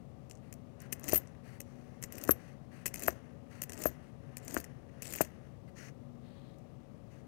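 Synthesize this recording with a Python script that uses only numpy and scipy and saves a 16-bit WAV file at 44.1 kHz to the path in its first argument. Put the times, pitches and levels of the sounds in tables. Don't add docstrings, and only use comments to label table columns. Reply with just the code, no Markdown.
import sys
import numpy as np
from scipy import signal
from scipy.fft import rfft, irfft, next_fast_len
from scipy.io import wavfile
from scipy.ndimage import map_coordinates

SR = 44100
rng = np.random.default_rng(int(sys.argv[2]) if len(sys.argv) > 2 else 0)


def wrap_up_sound(samples):
    columns = np.atleast_2d(samples).T
    tamed = np.clip(columns, -1, 1)
    steps = np.round(tamed * 32767).astype(np.int16)
    wavfile.write(sys.argv[1], SR, steps)


N = 320607


def amp(db):
    return 10 ** (np.asarray(db) / 20)


def unit_rms(x):
    return x / np.sqrt(np.mean(x ** 2) + 1e-20)


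def log_interp(points, hz):
    f, values = np.transpose(points)
    return np.interp(np.log(hz + 1), np.log(f + 1), values)


def wobble(knots_per_s):
    knots = rng.standard_normal(int(N * knots_per_s / SR) + 4)
    return map_coordinates(knots, [np.arange(N) * knots_per_s / SR])


def filtered(x, response):
    size = next_fast_len(N + SR // 2)
    return irfft(rfft(x, size) * response(np.fft.rfftfreq(size, 1 / SR)), size)[:N]


def coloured(x, spectrum):
    return unit_rms(filtered(x, lambda hz: amp(log_interp(spectrum, hz))))


def minimum_phase(db):
    cepstrum = irfft(np.log(amp(db) + 1e-6))
    half = len(cepstrum) // 2
    cepstrum[1:half] *= 2
    cepstrum[half + 1:] = 0
    return np.exp(rfft(cepstrum))


def resonance(hz, width_hz):
    lowpass = signal.butter(2, width_hz / 2, fs=SR, output="sos")
    a, b = signal.sosfilt(lowpass, rng.standard_normal((2, len(hz))))
    phase = 2 * np.pi * np.cumsum(hz) / SR
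    return unit_rms(a * np.cos(phase) + b * np.sin(phase))


def add(track, start_s, sound):
    i = max(round(start_s * SR), 0)
    track[i:i + len(sound)] += sound[:max(N - i, 0)]


# f/Hz, level/dB
AIR_SPECTRUM = [(15, -50.5), (25, -22), (87, -5.5), (123, -1.5), (212, -7.5), (242, -9), (326, -14.5),
                (354, -18.5), (463, -17), (560, -16.5), (1020, -29.5), (1190, -27), (1650, -48.5),
                (2220, -40.5), (16000, -57.5)]
# f/Hz, level/dB
HUM_PARTIALS = [(75, -74), (134, -62), (241, -63), (360.7, -73.5), (436, -75), (554.5, -70.5),
                (742.9, -77.5)]


def room_noise(air_db=-55, hum_db=-1, waver_rad=0.51, flutter_db=2):
    t, hum = np.arange(N) / SR, np.zeros(N)
    for hz, db in HUM_PARTIALS:
        peak = np.sqrt(2) * amp(db + flutter_db * wobble(4.1))
        hum += peak * np.sin(2 * np.pi * hz * t + waver_rad * wobble(4.8))
    return amp(air_db) * coloured(rng.standard_normal(N), AIR_SPECTRUM) + amp(hum_db) * hum


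# f/Hz, level/dB
RUB_SPECTRUM = [(150, -18), (400, 9), (650, 4.5), (900, -1), (1400, 0.5), (1950, 4), (2300, -5.5),
                (2800, -4), (3500, -17), (4800, -17.5), (6200, -12.5), (8000, -28), (9500, -15.5),
                (15000, -42)]


def finger_rub(peak_db=-61, rest_db=-77, lead_s=0.084, slope_db_per_s=42, fibre_db=2):
    t = np.arange(N) / SR
    envelope = amp(rest_db)
    for _, landing, *_ in COIN_DRAGS:
        away_s = np.maximum(landing - lead_s - t, 0) + np.maximum(t - landing, 0)
        envelope = np.maximum(envelope, amp(peak_db - slope_db_per_s * away_s))
    fibres = amp(fibre_db * wobble(200)) * rng.standard_normal(N)
    return envelope * coloured(fibres, RUB_SPECTRUM)


# t/s, level/dB, brightness/dB
EDGE_CATCHES = [(0.298, -58.5, -20), (.311, -52, -17), (.332, -73, -19), (0.353, -64, -33),
                (0.3727, -72, -32), (.5257, -48, -7), (.803, -58, -13), (0.818, -58, -2.5),
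                (.923, -43.5, 4.5), (0.9257, -35, -6), (0.9302, -45, 6), (0.996, -55.5, -0.5),
                (1.041, -50.5, -5.5), (1.081, -40.5, -10), (1.0867, -35.5, 0), (1.094, -39, 3),
                (1.133, -27.5, 20.5), (1.1446, -33.5, 2), (1.157, -29, 12.5), (1.176, -40, 1.5),
                (1.273, -63, -31), (1.6031, -44.5, -4.5), (2.019, -61, 5), (2.026, -44, -7),
                (2.037, -40, -17.5), (2.046, -54, 3.5), (2.123, -46, -3), (2.154, -53, -18),
                (2.1814, -47, 0), (2.213, -52, -12.5), (2.238, -40, 0.5), (2.276, -46.5, -6),
                (2.288, -40.5, 2), (2.3079, -31, 8.5), (2.858, -34, -2.5), (2.863, -33.5, 0),
                (2.88, -43.5, -2), (2.9411, -39.5, -1), (2.958, -44, -7), (2.994, -47, -3),
                (3.004, -53, -8), (3.022, -43.5, -1), (3.035, -40.5, -2), (3.08, -37.5, 0), (3.082, -41, 4),
                (3.105, -64, -12), (3.618, -36.5, 0.5), (3.6348, -41, 2), (3.695, -46, -10),
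                (3.72, -48, -11), (3.733, -48, -12), (3.776, -51.5, -21), (3.819, -44.5, -10),
                (3.837, -39.5, 0), (3.8635, -43, -2), (4.369, -43.5, -6), (4.3875, -63, -12),
                (4.48, -45, -11), (4.543, -38, 9), (4.582, -48, 15), (4.601, -47.5, 1), (4.642, -49, -9),
                (5.021, -42.5, -4), (5.029, -47, -6), (5.07, -50, -6), (5.1239, -45.5, -4),
                (5.136, -39, -1.5), (5.159, -41.5, 10), (5.1693, -56, -3), (5.21, -34.5, 4.5),
                (5.2134, -29, 5.5), (5.2477, -52, -6), (6.585, -73.5, -11)]


def contacts(graze_s=0.0018, graze_db=-21.5, rebound_s=0.0056, rebound_db=-10,
             tick_gap_s=1 / 70, tick_db=0.5, tick_spread_db=6.5, tick_bright_db=-10.5):
    rows = list(EDGE_CATCHES)
    for s, db, bright_db in EDGE_CATCHES:
        rows.append((s - graze_s, db + graze_db, bright_db))
        rows.append((s + rebound_s * rng.uniform(.6, 2.5), db + rebound_db, bright_db))
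    for start, landing, db, swell_db, *_ in COIN_DRAGS:
        gaps, louds, brights = rng.standard_normal((32, 3)).T
        times = start + tick_gap_s * np.cumsum(np.exp(.5 * gaps))
        for s, loud, bright in zip(times[times < landing + 2 * SETTLE_S], louds, brights):
            level_db = scrape_db(s, start, landing, db, swell_db) + tick_db + tick_spread_db * loud
            rows.append((s, level_db, tick_bright_db + 2 * tick_spread_db * bright))
    return rows


# f/Hz, level/dB
CLICK_SPECTRUM = [(200, 5.5), (600, -11), (1200, -17.5), (1950, 2.5), (2250, -4), (2650, 2), (3600, -18),
                  (4600, -9), (6200, 1), (8000, 0), (11000, -1), (13500, 4.5), (15300, -2), (16500, -30)]


def coin_clicks(firm_t60_s=0.014, firm_db=-36, doubling_db=22, attack_s=0.0009, tail_db=-33,
                tail_t60_s=0.087, grit_db=-4, spot_db=1, light_db=-48, thinning=.8, gain_db=1, size=4096):
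    out, t, hz = np.zeros(N), np.arange(size) / SR, np.fft.rfftfreq(size, 1 / SR)
    treble = 1 / (1 + (10500 / (hz + 1)) ** 8)
    body = 1 / (1 + (hz / 3800) ** 8)
    for s, db, bright_db in contacts():
        t60_s = firm_t60_s * 2 ** ((db - firm_db) / doubling_db)
        decay = amp(-60 * t / t60_s) + amp(tail_db - 60 * t / tail_t60_s)
        grit = amp(grit_db * map_coordinates(rng.standard_normal(size), [np.arange(size) / 20]))
        slips = rng.standard_normal(size) * grit * (1 - np.exp(-t / attack_s)) * decay
        ripple_db = spot_db * map_coordinates(rng.standard_normal(size), [hz / 450])
        tilt_db = bright_db * treble + thinning * min(db - light_db, 0) * body
        click = irfft(rfft(slips) * minimum_phase(log_interp(CLICK_SPECTRUM, hz) + tilt_db + ripple_db))
        click *= np.sqrt(.004 * SR) / np.linalg.norm(click)
        add(out, s, amp(db + gain_db) * click)
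    return out


# t/s, f/Hz, level/dB, time until the finger stills them/s
FREE_RINGS = [(1.132, 12520, -30, 0.026), (1.1436, 12050, -31, 0.039), (1.157, 12230, -22, 0.018),
              (1.1652, 12800, -28.5, 0.049), (1.1751, 12760, -30, .025), (2.2913, 12300, -32, 0.027),
              (2.3084, 12600, -20.5, 0.035), (3.076, 12830, -28, 0.038), (3.8548, 12860, -29, 0.026),
              (3.865, 12880, -32, 0.051), (5.214, 12130, -31, .015)]


def coin_rings(attack_s=.0009, split_hz=165, twin_db=-13, grip_power=1.7, pile_db=-33, pile_t60_s=0.1,
               coin_hz=12550, spread_hz=120, catch_db=-10.5, catch_t60_s=0.018, gain_db=2):
    out, t = np.zeros(N), np.arange(SR // 6) / SR

    def tone(hz):
        return np.sin(2 * np.pi * (hz * t + rng.random()))

    damped = [(s, rng.normal(coin_hz, spread_hz), db + catch_db + min(bright_db, 0), catch_t60_s)
              for s, db, bright_db in EDGE_CATCHES]
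    for s, hz, db, t60_s in FREE_RINGS + damped:
        drift_rad = 0.11 * np.cumsum(rng.standard_normal(len(t)))
        pair = np.sin(2 * np.pi * hz * t + drift_rad) + amp(twin_db) * tone(hz - split_hz)
        pile = tone(hz) + .4 * tone(12580) + .4 * tone(12010) + .2 * tone(13355) + .2 * tone(10765)
        ring = pair * amp(-60 * (t / t60_s) ** grip_power) + pile * amp(pile_db - 60 * t / pile_t60_s)
        add(out, s, amp(db + gain_db) * ring * (1 - np.exp(-t / attack_s)))
    return out


# f/Hz, level/dB
KNOCK_SPECTRUM = [(30, -26), (70, -5.5), (150, -3.5), (240, 1), (380, 5), (620, 1), (800, -11.5),
                  (1200, -5), (1800, -8), (2300, -22.5), (2800, -23.5), (3600, -46), (7000, -62.5)]
# f/Hz, level/dB, t60/s
KNOCK_MODES = [(72.5, -24, .2), (138.5, -42, .12), (243, -33, 0.042), (339.2, -21.5, 0.092),
               (547, -36, 0.044), (654, -30.5, 0.03)]


def table_knocks(spread_s=0.000818, hard_hz=900, scatter_db=-33, scatter_t60_s=0.046, spot_octaves=0.4,
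                 nudge_db=-6.5, nudge_hard_db=-1, nudge_hz=2600, nudge_lift_db=12, size=8192):
    out, t, hz = np.zeros(N), np.arange(size) / SR, np.fft.rfftfreq(size, 1 / SR)
    dispersion = np.exp(-4j * np.pi * spread_s * np.sqrt(hz * hard_hz))
    landings = [(drag[1], *drag[-4:]) for drag in COIN_DRAGS]
    nudges = [(s, db + nudge_db, nudge_hard_db, nudge_hz, nudge_lift_db) for s, db, _ in EDGE_CATCHES]
    for s, db, hardness_db, spot_hz, lift_db in landings + nudges:
        push = amp(scatter_db - 60 * t / scatter_t60_s) * rng.standard_normal(size)
        push[0] = 1
        spot_db = lift_db * np.exp(-(np.log2((hz + 1) / spot_hz) / spot_octaves) ** 2)
        shelf_db = hardness_db * hz ** 2 / (hz ** 2 + hard_hz ** 2)
        response = minimum_phase(log_interp(KNOCK_SPECTRUM, hz) + spot_db + shelf_db)
        knock = irfft(rfft(push) * response * dispersion)
        knock /= np.abs(knock).max()
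        for mode_hz, mode_db, t60_s in KNOCK_MODES:
            decay = amp(mode_db + rng.normal(0, 2.4) - 60 * t / t60_s)
            build_up = 1 - np.exp(-mode_hz * t)
            knock += build_up * decay * np.sin(2 * np.pi * mode_hz * t)
        add(out, s, amp(db) * knock)
    return out


# start/s, end/s, level/dB, hiss f/Hz, relative hiss level/dB
FINGER_TOUCHES = [(0.407, 0.557, -74.5, 6000, -27), (0.787, 0.884, -64, 6000, -14),
                  (1.42, 1.603, -64, 6000, -15), (1.6, 2.04, -73, 6000, -9.5),
                  (2.357, 2.568, -67.5, 6000, -11.5), (2.701, 2.857, -65, 6000, -15),
                  (3.489, 3.632, -63, 6100, -13), (4.011, 4.124, -73, 6100, -22),
                  (5.675, 5.703, -68, 6100, -24), (5.744, 5.922, -59, 6100, -5.5),
                  (6.184, 6.603, -76.5, 3720, 0.5), (7.086, 7.241, -71, 6200, -10)]
# f/Hz, level/dB
SWISH_SPECTRUM = [(500, -4), (1300, 6.5), (1950, 11), (2300, 5.5), (2800, 3.5), (3500, -11), (4600, -1.5),
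                  (5400, -17), (8500, -7), (10500, -10), (15500, -17.5)]


def finger_touches(width_hz=1300, fade_db=5, fibre_db=1.5):
    out = np.zeros(N)
    for start, end, db, hiss_hz, hiss_db in FINGER_TOUCHES:
        n = round((end - start) * SR)
        swish = coloured(rng.standard_normal(N), SWISH_SPECTRUM)[:n]
        hiss = amp(hiss_db) * resonance(np.full(n, hiss_hz), width_hz)
        envelope = amp(db - fade_db * np.linspace(0, 1, n) ** 2) * signal.windows.tukey(n, .45)
        add(out, start, envelope * (swish + hiss))
    return out * amp(fibre_db * wobble(200))


SETTLE_S, STOP_DB_PER_S = 0.015, 380.5


def scrape_db(t, start, landing, db, swell_db):
    to_go = np.clip((landing - t) / (landing - start), 0, 1)
    return db - swell_db * to_go - STOP_DB_PER_S * np.maximum(t - landing - SETTLE_S, 0)


# start/s, landing/s, final scrape level/dB, swell/dB, starting resonance/Hz,
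# table murmur/dB, knock level/dB, hardness/dB, landing spot's resonance/Hz, its lift/dB
COIN_DRAGS = [(1.023, 1.131, -46, 16, 7000, -44, -18, -22, 713, 11.5),
              (2.112, 2.2919, -61.5, 6, 6000, -48.5, -14, -4.5, 1310, 6),
              (2.93, 3.082, -54, 8, 6300, -47, -14.5, 15.5, 686, 9.5),
              (3.682, 3.8562, -51.5, 22.5, 9200, -48.5, -18, -1, 680, 8.5),
              (4.421, 4.5661, -52.5, 12, 7400, -49, -20, 15.5, 288, 12),
              (5.028, 5.207, -52.5, 2, 8030, -54, -16.5, -4.5, 770, 10)]
# f/Hz, level/dB
GRATING_SPECTRUM = [(1200, -11), (2000, 1), (2800, -4.5), (3700, -7.5), (4700, -2), (6200, -9), (9300, -6),
                    (10700, -23), (13000, 5.5), (15300, -12.5), (16300, -19.5)]
# f/Hz, level/dB
MURMUR_SPECTRUM = [(100, -19.5), (270, 6.5), (400, -1.5), (650, -2.5), (900, -15.5), (1800, -20.5),
                   (3000, -38.5)]


def coin_scrapes(landed_hz=6490, width_hz=900, song_db=-2, upper_ratio=1.27, upper_db=-5, grit_db=6,
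                 judder_db=5, dull_db=-9, dull_hz=10500, attack_s=0.017, table_swell_db=12, gain_db=-3):
    out, t = np.zeros(N), np.arange(N) / SR
    judder = unit_rms(amp(judder_db * np.tanh(wobble(200))))
    relief = judder * amp(grit_db * np.tanh(wobble(900)))
    grating = coloured(relief * rng.standard_normal(N), GRATING_SPECTRUM)
    treble = filtered(grating, lambda hz: 1 / (1 + (dull_hz / (hz + 1)) ** 8))
    murmur = coloured(judder * rng.standard_normal(N), MURMUR_SPECTRUM)
    for start, landing, level_db, swell_db, start_hz, table_db, *_ in COIN_DRAGS:
        on = (t >= start) & (t < landing + SETTLE_S + 60 / STOP_DB_PER_S)
        to_go = np.interp(t[on], [start, landing], [1, 0])
        hz = landed_hz + (start_hz - landed_hz) * to_go
        song = resonance(hz, width_hz) + amp(upper_db) * resonance(hz * upper_ratio, 2 * width_hz)
        metal = grating[on] + (amp(dull_db * to_go) - 1) * treble[on]
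        metal += amp(song_db) * song * judder[on]
        metal *= amp(scrape_db(t[on], start, landing, level_db + gain_db, swell_db))
        table = murmur[on] * amp(scrape_db(t[on], start, landing, table_db, table_swell_db))
        out[on] += (metal + table) * np.minimum((t[on] - start) / attack_s, 1)
    return out


# f/Hz, t60/s
ROOM_DECAY = [(100, 0.38), (1000, 0.18), (6000, 0.2), (14000, 0.12)]


def room_reverb(x):
    hz, t, noise = signal.stft(rng.standard_normal(SR // 2), SR, nperseg=256)
    decay = amp(-60 * t / log_interp(ROOM_DECAY, hz)[:, None])
    _, tail = signal.istft(noise * decay, SR, nperseg=256)
    return signal.fftconvolve(x, tail / np.linalg.norm(tail))[:N]


def scene(reverb_db=-23, gain=2):
    direct = finger_rub() + coin_clicks() + coin_rings() + table_knocks()
    direct += finger_touches() + coin_scrapes()
    left = gain * (direct + amp(reverb_db) * room_reverb(direct) + room_noise())
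    return np.array([left, np.zeros(N)])


def record(dry, low_cut_hz=19, top_hz=16000):
    highpass = signal.butter(3, low_cut_hz, "high", fs=SR, output="sos")
    return np.array([filtered(channel, lambda hz: 1 / np.sqrt(1 + (hz / top_hz) ** 160))
                     for channel in signal.sosfilt(highpass, dry)])


dry = scene()
out = record(dry)
wrap_up_sound(out)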